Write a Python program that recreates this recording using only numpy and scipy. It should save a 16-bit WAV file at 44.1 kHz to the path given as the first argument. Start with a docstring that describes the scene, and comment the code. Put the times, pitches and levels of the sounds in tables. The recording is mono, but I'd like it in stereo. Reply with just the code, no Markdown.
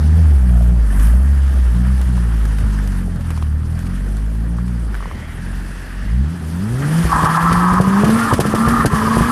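"""A gritty car park, heard from behind a turbocharged four-cylinder car. It rolls away over small stones,
its exhaust pulses blending into a low, uneven drone; the turbo lets off a puff and later whooshes faintly.
Then it is launched: the revs climb, the spinning tyres squeal and throw grit, and unburnt fuel bangs
in the pipe. A handheld stereo microphone listens, its limiter turning down the loudest peaks."""
import sys
import numpy as np
from scipy import signal
from scipy.io import wavfile
from scipy.ndimage import uniform_filter1d, minimum_filter1d

SR = 44100
rng = np.random.default_rng(int(sys.argv[2]) if len(sys.argv) > 2 else 0)


def int16_out(signal):
    """Quantize to a 16-bit WAV file."""
    q = np.round(np.clip(np.atleast_2d(signal).T, -1, 1) * 32767)
    wavfile.write(sys.argv[1], SR, q.astype(np.int16))


N = 410571
TIME_S = np.arange(N) / SR


def amp(db):
    """Turn decibels into a number to multiply by."""
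    return 10 ** (np.asarray(db) / 20)


def rms_one(x):
    """Scale a signal to an average strength (rms) of 1."""
    return x / np.sqrt(np.mean(x ** 2) + 1e-20)


def in_time(rows):
    """Join a table's rows with straight lines: one curve for each column after the time."""
    times, *columns = np.transpose(rows)
    return [np.interp(TIME_S, times, column) for column in columns]


def at_hz(rows, hz):
    """Look up the decibels at a pitch in a table of pitches and levels."""
    pitches, levels = np.transpose(rows)
    return np.interp(np.log(hz), np.log(pitches + 1), levels)


def drift(rate_hz):
    """A smooth random wobble of size about 1; a higher rate wobbles faster."""
    step, settle = 32, 2000
    pole = np.exp(-2 * np.pi * rate_hz * step / SR)
    noise = rng.standard_normal(N // step + settle + 2)
    slow = signal.lfilter([1], [1, -2 * pole, pole ** 2], noise)[settle:]
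    return np.interp(np.arange(N) / step, np.arange(len(slow)), rms_one(slow - slow.mean()))


def clicks(times_s, sizes):
    """Silence with a single click at each time."""
    out = np.zeros(N)
    out[np.minimum((times_s * SR).round().astype(int), N - 1)] = sizes
    return out


def ring(hits, hz, fade_s):
    """Each hit starts a tone that dies away by 60 dB in fade_s."""
    decay, angle = 10 ** (-3 / (fade_s * SR)), 2 * np.pi * hz / SR
    return signal.lfilter([0, np.sin(angle)], [1, -2 * decay * np.cos(angle), decay ** 2], hits + 1e-18)


# How wide each pitch sounds: pitch_hz, side_over_middle_db
STEREO_WIDTH = [(60, -84), (110, -104), (200, -14), (380, -1), (690, 4), (1270, -5), (2340, -1.5),
                (4320, 0), (7960, -6.5), (14700, 0)]
# Which way each pitch leans: pitch_hz, left_over_right_db
STEREO_LEAN = [(60, -5.5), (110, 1), (200, 4), (380, -3), (690, -1.5), (1270, -2.5), (2340, -4.5),
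               (4320, -1.5), (7960, 0.5), (14700, -5.5)]

def stereo(middle, unrelated, hz):
    """Make left and right; part of the width is the same sound reaching one side a little late."""
    late_share = 0.44
    side = late_share * np.roll(middle, int(SR / hz / 4)) + np.sqrt(1 - late_share ** 2) * unrelated
    side *= amp(at_hz(STEREO_WIDTH, hz))
    lean = amp(at_hz(STEREO_LEAN, hz) / 2)
    return np.array([(middle + side) * lean, (middle - side) / lean])


def banded_noise(colour, flicker_db, flicker_hz, tilt_db=0., per_octave=2.5):
    """Stereo noise of strength 1, built from bands that flicker partly alone and partly together."""
    low, high = colour[0][0], colour[-1][0]
    edges = np.geomspace(low, high, int(per_octave * np.log2(high / low)) + 2)
    white = rng.standard_normal((2, 2, N))
    together, out = drift(flicker_hz), 0
    for k, band in enumerate(zip(edges, edges[1:])):
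        band_filter = signal.butter(2, band, "band", fs=SR, output="sos")
        middle, unrelated = signal.sosfilt(band_filter, white[k % 2])
        hz = np.sqrt(band[0] * band[1])
        band_db = at_hz(colour, hz) + tilt_db * np.log2(hz / 6500)
        wobble_db = flicker_db * (0.58 * together + drift(flicker_hz))
        out += amp(band_db + wobble_db) * stereo(middle, unrelated, hz)
    return out / np.sqrt(np.mean(out.mean(axis=0) ** 2))


def whistle(pitch_hz, width_hz):
    """A rough stereo tone: noise packed closely around one pitch, which may glide."""
    phase = 2 * np.pi * np.cumsum(pitch_hz * np.ones(N)) / SR
    cos, sin = np.cos(phase), np.sin(phase)
    middle, unrelated = (drift(width_hz) * cos + drift(width_hz) * sin for _ in range(2))
    return stereo(middle, unrelated, np.mean(pitch_hz))


# Air rushing through the turbocharger: time_s, pitch_hz, level_db
TURBO_AIR = [(4.95, 1867, -46), (5.1, 1939, -43), (5.28, 2084, -42), (5.38, 1727, -42), (5.6, 1705, -43.5),
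             (5.9, 1682, -40.5), (6.1, 1847, -41.5), (6.25, 1890, -65)]

def turbo_whoosh():
    """The turbo blows faintly: two bands of air noise gliding together."""
    pitch_hz, level_db = in_time(TURBO_AIR)
    blowing = (TIME_S > TURBO_AIR[0][0]) & (TIME_S < TURBO_AIR[-1][0])
    air = whistle(pitch_hz, width_hz=240) + amp(-10.5) * whistle(1.55 * pitch_hz, width_hz=199.8)
    return amp(level_db) * blowing * air


# Hiss of tyres on grit, with a short, bright puff of turbo blow-off at about 1 s: time_s, level_db
HISS_LEVEL = [(0, -44.5), (.46, -46.5), (.81, -49), (1.02, -40), (1.2, -46.5), (1.42, -45), (3.0, -45),
              (3.07, -51), (3.32, -46.5), (3.57, -52), (3.88, -47), (4.46, -50.5), (5.13, -48),
              (5.9, -46.5), (6.21, -48.5), (6.65, -44.5), (6.95, -35), (7.3, -32.5), (7.82, -38),
              (8.21, -31), (8.46, -35.5), (9.31, -33)]
# How bright the hiss is, brightest in that puff: time_s, tilt_db_per_octave
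HISS_BRIGHTNESS = [(0, -3.5), (.6, 3), (.81, -1.5), (1.02, 8.5), (1.42, -1.9), (3, -0.5), (4.5, -0.7),
                   (6.2, -4), (6.65, -0.5)]
# The mix of low and high in the tyre roar: pitch_hz, level_db
ROAR_COLOUR = [(500, -45), (800, 3), (1300, 5.5), (1700, 6), (2050, -3.5), (2400, -10), (3200, -2)]
# The same for the hiss of grit and gas: pitch_hz, level_db
HISS_COLOUR = [(1760, -14), (3000, -3), (4240, -7), (4750, -2.5), (6800, -6.5), (7730, -8.5), (8850, 2),
               (9730, -0.5), (10700, 3), (14000, -29.5), (15100, -23)]

def roar_and_hiss(puffs, jet):
    """Tyres roar and hiss on grit and the turbo lets off air; the noise also swells with exhaust gas."""
    level_db, = in_time(HISS_LEVEL)
    tilt_db, = in_time(HISS_BRIGHTNESS)
    roar = banded_noise(ROAR_COLOUR, flicker_db=1.5, flicker_hz=27.6)
    hiss = banded_noise(HISS_COLOUR, flicker_db=1.58, flicker_hz=18, tilt_db=tilt_db, per_octave=3.6)
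    return (amp(level_db + 6) * puffs + 0.98 * jet) * roar + (amp(level_db) * puffs + jet) * hiss


# How loud the exhaust gas rumbles: time_s, level_db
RUMBLE_LEVEL = [(0, -29), (.5, -31.5), (1.2, -31), (3.0, -32.5), (3.6, -36.5), (4.5, -33.5), (5.9, -35),
                (6.65, -32), (6.95, -24), (7.5, -27.5), (8.05, -21.5), (8.46, -21), (9.31, -20.5)]
# The mix of low and high in that rumble: pitch_hz, level_db
RUMBLE_COLOUR = [(20, -48), (50, 1.5), (120, 5.5), (220, 5), (330, -3), (600, -10.5), (850, -11)]

def gas_rumble(puffs, jet):
    """Gas leaving the pipe makes a low noise that throbs with each firing and surges with each bang."""
    level_db, = in_time(RUMBLE_LEVEL)
    rumble = banded_noise(RUMBLE_COLOUR, flicker_db=2.0, flicker_hz=10.4)
    return (amp(level_db) * puffs ** 4.5 + 4.1 * jet) * rumble


# The tailpipe's rasp while the car is close: time_s, level_db
RASP_LEVEL = [(0, -48), (.35, -64), (.6, -36), (.8, -61), (1.13, -41.5), (1.4, -58)]

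def tailpipe_rasp(firings):
    """Every firing sends a short burst of noise ringing through the tailpipe."""
    level_db, = in_time(RASP_LEVEL)
    close = TIME_S < RASP_LEVEL[-1][0]
    bursts = rms_one(np.cos(np.pi * firings) ** 4)
    return amp(level_db) * close * bursts * whistle(642, width_hz=99)


# Stones under the rolling car: start_s, knock_db, pitch_hz, snap_db
STONE_HITS = [(0.622, -27, 1210, -51), (0.997, -19, 1490, -38), (1.07, -24, 1330, -48),
              (2.014, -18, 874, -27), (2.178, -20, 1010, -51), (2.454, -24, 1319, -29),
              (2.585, -20, 1580, -43), (2.789, -22, 1654, -59), (2.875, -28, 1538, -23.5),
              (2.921, -35, 874, -30), (3.16, -26, 1500, -39), (3.209, -27.5, 1667, -32),
              (3.252, -30, 1020, -49), (3.292, -38, 1485, -45), (3.305, -17.5, 1020, -25),
              (3.364, -30, 1010, -44), (3.376, -20, 1050, -46), (3.425, -16, 1130, -45.5),
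              (3.633, -29, 1230, -65), (3.791, -27, 883, -28), (3.867, -26, 1313, -40),
              (4.169, -28, 1333, -28), (4.586, -20.5, 1166, -58), (4.68, -27, 1167, -53),
              (4.944, -19, 1533, -49), (4.952, -19, 1570, -51), (5.006, -21, 1130, -56),
              (5.026, -18.5, 1150, -55), (5.057, -17, 1000, -51), (5.113, -19, 1110, -57)]

def stones():
    """Each stone knocks a short ring out of the car's underside, with a crunch and a bright snap."""
    out = np.zeros((2, N))
    t = TIME_S[:int(.03 * SR)]
    crunch_band = signal.butter(1, [750, 2200], "band", fs=SR, output="sos")
    snap_band = signal.butter(2, [2500, 11500], "band", fs=SR, output="sos")
    pans_db = rng.normal(0, 3, len(STONE_HITS))
    for (start_s, knock_db, pitch_hz, snap_db), pan_db in zip(STONE_HITS, pans_db):
        noise = rng.standard_normal(len(t))
        blunt = np.clip((knock_db - snap_db - 23.5) / 10, 0, 1)  # blunt hits ring on, sharp ones crunch
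        knock = np.sin(2 * np.pi * pitch_hz * t) * np.exp(-t / (.0007 + .0011 * blunt))
        crunch = 0.84 * (1 - 0.9 * blunt) * signal.sosfilt(crunch_band, noise) * np.exp(-t / 0.0066)
        snap = signal.sosfilt(snap_band, noise) * np.exp(-t / 0.0017)
        hit = amp(knock_db) * (knock + crunch) + amp(snap_db - 4) * snap
        start = round(start_s * SR)
        out[:, start:start + len(t)] += hit * amp([[pan_db], [-pan_db]])
    return out


# The squeal of the spinning tyres: time_s, level_db, pitch_hz
TYRE_SPIN = [(7.081, -34, 1150), (7.13, -12, 1130), (7.22, -14.5, 1120), (7.29, -12, 1130),
             (7.34, -21, 1190), (7.38, -10, 1100), (7.43, -17, 1180), (7.79, -16.5, 1110),
             (7.83, -27, 1110), (7.97, -17.5, 1120), (8.12, -26, 1170), (8.262, -17.5, 1270),
             (8.299, -21, 1200), (8.319, -12.5, 1100), (8.36, -25, 1140), (8.5, -27.5, 1200),
             (8.52, -19, 1200), (8.58, -22, 1180), (8.6, -21, 1180), (8.82, -17, 1230), (8.9, -18.5, 1190),
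             (9.07, -21.5, 1100), (9.31, -19.5, 1150)]
# The rough tones in that squeal: pitch_multiple, width_hz, level_db
TREAD_TONES = [(.9, 47, 2), (1.0, 30.3, 3.5), (1.12, 45, 2), (1.45, 163, -3)]

def tyre_squeal():
    """Tread blocks stick and slip: a cluster of rough tones glides over a lower moan of steady pitch."""
    start_s, _, start_hz = TYRE_SPIN[0]
    level_db, pitch_hz = in_time([(start_s - .05, -70, start_hz)] + list(TYRE_SPIN))  # quick fade in
    tones = sum(amp(db) * whistle(multiple * pitch_hz, width) for multiple, width, db in TREAD_TONES)
    tones /= tones.mean(axis=0).std()
    moan_db = -11.5 + 0.55 * np.maximum(level_db + 19, -10)  # stands out more in a loud squeal
    moan = amp(moan_db) * whistle(884, width_hz=136)
    chatter_db = 2.1 * drift(46)  # all the blocks chatter together in short bursts
    return amp(level_db + chatter_db) * (tones + moan)


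# The revs, wandering on the slipping clutch and then climbing: time_s, firings_per_s
REVS = [(0.0, 73.2), (0.2, 82.1), (0.34, 70.2), (0.41, 63.1), (0.57, 59.0), (0.75, 59.6), (0.83, 54.6),
        (0.93, 47.1), (1.06, 54.1), (1.27, 69.9), (1.53, 66.6), (1.72, 57.2), (1.92, 64.5), (2.1, 61.9),
        (2.41, 53.4), (2.77, 51.0), (3.01, 45.5), (3.5, 36.9), (3.76, 40.9), (4.12, 50.7), (4.69, 60.8),
        (4.87, 55.5), (5.05, 43.2), (5.21, 37.5), (5.5, 46.0), (5.91, 44.4), (6.07, 50.2), (6.22, 68.3),
        (6.35, 88.4), (6.45, 77.4), (6.58, 87.8), (6.71, 118.0), (6.84, 144.0), (7.0, 169.5), (7.26, 158.3),
        (7.86, 189.6), (7.96, 197.7), (8.19, 232.0), (8.35, 215.9), (8.48, 210.0), (8.74, 236.7),
        (8.92, 208.3), (9.05, 221.4), (9.18, 227.4), (9.31, 243.1)]

def engine_speed():
    """How fast the cylinders fire, and a running count of their firings."""
    firing_hz, = in_time(REVS)
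    return firing_hz, np.cumsum(firing_hz) / SR


# The drone as the throttle moves and the car draws away: time_s, level_db, overtone_lift_db
DRONE_LEVEL = [(0.0, -21, 2.5), (0.2, -11.5, -6.5), (0.38, -20, -6.2), (0.48, -18.2, 1), (0.75, -19.3, 1.7),
               (0.83, -19.9, -7), (1.0, -15.5, -4), (1.2, -20, -1.9), (1.5, -21, -7.5),
               (1.68, -19.5, -14.5), (1.76, -23, 7.5), (1.92, -21.5, 3.5), (2.01, -22, -11.5),
               (2.1, -22.1, 7), (2.3, -23.2, 1.5), (2.4, -21.0, -0.7), (3.0, -22, 2.6), (3.5, -25, 8),
               (3.8, -23.5, 6.5), (4.1, -24, -1.0), (4.7, -30, 10.5), (5.0, -26, -5.5), (5.2, -27, -4),
               (5.5, -27.5, 3), (5.85, -30, -6.5), (6.2, -22.5, 5), (6.4, -33, 7), (6.65, -22.0, 2.5),
               (7.0, -16.5, -2), (7.06, -29, 7), (7.26, -21.5, 2.5), (7.86, -22, 1.3), (8.15, -12, -2.5),
               (8.35, -30, -5), (8.72, -12, -8), (8.9, -26, 2), (9.05, -17.6, -4), (9.31, -15.5, -4)]
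# How the pipe and microphone boost or weaken each pitch: pitch_hz, gain_db
PIPE_COLOUR = [(30, 0), (38, -7.5), (45, 4), (55, 9.5), (70, 10), (90, -.5), (105, -1), (120, 2),
               (135, 1.5), (155, 2), (180, 8), (205, 5.5), (240, -3.5), (270, -5), (320, -11.5),
               (420, -2.5), (520, -11)]
# High overtones of the sharp exhaust pulse: firing_multiple, level_against_fourth_db
HIGH_OVERTONES = [(5, -6), (6, -11), (7, -11), (8, -5)]
# In-between tones from cylinders firing unevenly: firing_multiple, level_db
UNEVEN_TONES = [(.5, 0), (.75, -8), (1.25, -14.5), (1.5, -8)]

def exhaust_drone(firing_hz, firings):
    """Exhaust pulses blend into wavering tones that follow the revs, shaped by the pipe and silencer."""
    level_db, lift_db = in_time(DRONE_LEVEL)

    def tone(multiple, db, waver_db, phase=0.):
        """One tone at a multiple of the firing rate, its level wavering."""
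        size = np.sqrt(2) * amp(db + waver_db * drift(19.7))
        return size * np.cos(2 * np.pi * multiple * firings + phase)

    def piped_db(multiple):
        """A tone's level after the pipe."""
        return level_db + at_hz(PIPE_COLOUR, multiple * firing_hz)

    def silencer_db(multiple):
        """The silencer takes away 36 dB for each octave above 235 Hz."""
        return -36 * np.maximum(np.log2(multiple * firing_hz / 235), 0)

    fourth_db = piped_db(4) - 15.5 + lift_db
    out = tone(1, piped_db(1), waver_db=0.7)
    out += tone(2, piped_db(2) - 6.5 + lift_db, waver_db=1.5, phase=2.4)
    out += tone(3, piped_db(3) - 12.5 + lift_db, waver_db=1.8, phase=5.2)
    out += tone(4, fourth_db, waver_db=2.0, phase=7.6)
    for multiple, db in HIGH_OVERTONES:
        overtone_db = fourth_db + db + silencer_db(multiple) - silencer_db(4)
        out += tone(multiple, overtone_db, waver_db=2.2, phase=2.4 * multiple)
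    uneven_db = -17.5 - 5.5 * np.log2(firing_hz / firing_hz.min())  # cylinders even out as revs climb
    for multiple, db in UNEVEN_TONES:
        out += tone(multiple, piped_db(multiple) + uneven_db + db, waver_db=8.5)
    return np.array([np.roll(out, 8), out])  # the pipe is a little nearer the microphone's right side


# Fuel exploding in the exhaust: start_s, level_db, crack_against_ring_db, boom_db, jet_db
FUEL_BANGS = [(7.052, -8.5, -6.5, -17, -45), (7.15, -24, -7, -22, -32), (7.236, -1.5, -9, -32, -28),
              (7.44, -20, -9, -27, -49), (7.518, -3.5, -9, -23, -27), (7.574, -16, -6, -22, -43),
              (7.723, -5, -13, -24, -32.5), (7.801, 4, -5.5, -27, -27.5), (7.874, -4.5, -13, -31, -59),
              (8.035, -1.5, -2, -29, -23), (8.093, -12, 3, -41, -36), (8.326, -7, 2, -28, -13.5),
              (8.392, -0.5, 6.5, -33, -13), (8.453, -11, 0, -39, -34), (8.539, -5, 6.5, -31, -22.5),
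              (8.675, -3, -9, -20.5, -26.5), (8.78, -18, -9, -25, -42), (8.849, 3, -2, -36, -8.5),
              (8.933, 3.5, -15.5, -25, -35), (9.169, -3, -2, -24, -33), (9.208, -2, -7, -17, -45)]
# The notes the pipe rings at, lowest first: pitch_hz, level_db, fade_s
PIPE_NOTES = [(173.4, -3, 0.084), (370, 4.5, 0.007), (566, -23, 0.01)]

def exhaust_bangs():
    """A pressure spike cracks and the pipe rings and booms. Returns that and the gas jet's level."""
    start_s, level_db, crack_db, boom_db, jet_db = np.transpose(FUEL_BANGS)
    push = np.hanning(round(.0017 * SR))
    spike = np.convolve(clicks(start_s, amp(level_db + crack_db + 6)), push)[:N]
    rebound = .4 * np.roll(spike, round(.0016 * SR))
    shove = np.convolve(clicks(start_s + .0013, amp(level_db + 2.5)), push)[:N]
    bang = spike - rebound
    for k, (pitch_hz, note_db, fade_s) in enumerate(PIPE_NOTES):
        drive = shove if k == 0 else spike  # the crack rings all but the lowest note
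        bang -= amp(note_db) * ring(drive / push.sum(), pitch_hz, fade_s)
    echo_s = .0085  # off the parked cars
    echo = amp(1) * np.roll(bang, round(echo_s * SR))
    boom = ring(clicks(start_s - .013, amp(boom_db + 9.5)), hz=63.4, fade_s=0.27)  # ahead of the crack
    t = TIME_S[:round(.06 * SR)]
    jet_shape = t / 0.0065 * np.exp(1 - t / 0.0048)
    jet = signal.oaconvolve(clicks(start_s + echo_s - .001, amp(jet_db)), jet_shape)[:N]
    return np.array([bang + 0.47 * echo, bang + 0.14 * echo]) - boom, jet


def scene():
    """Add up the car's sounds, with the drone, rasp and gas noise all in step with the firings."""
    firing_hz, firings = engine_speed()
    puffs = 1 + 0.062 * np.cos(2 * np.pi * firings)  # gas noise swells with every firing
    bangs, jet = exhaust_bangs()
    background = gas_rumble(puffs, jet) + roar_and_hiss(puffs, jet)
    engine = exhaust_drone(firing_hz, firings) + tailpipe_rasp(firings)
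    return background + engine + tyre_squeal() + turbo_whoosh() + stones() + bangs


def record(dry):
    """A limiter turns the sound down just before each big peak; deep bass and top treble are cut."""
    ceiling_db, recovery_db_per_s, look_ahead_s = -.4, 190, .005
    over_db = np.maximum(20 * np.log10(np.abs(dry).max(axis=0) + 1e-9) - ceiling_db, 0)
    recovery_db = recovery_db_per_s * TIME_S
    cut_db = np.maximum.accumulate(over_db + recovery_db) - recovery_db
    window = round(look_ahead_s * SR) + 1
    cut_db = uniform_filter1d(-minimum_filter1d(-cut_db, window), window)  # widen and smooth each dip
    out = signal.sosfilt(signal.ellip(10, .5, 80, 15250, fs=SR, output="sos"), dry * amp(-cut_db))
    out = signal.sosfilt(signal.butter(4, 30, "high", fs=SR, output="sos"), out)
    return np.clip(out, -1, 1)


dry = scene()
out = record(dry)
int16_out(out)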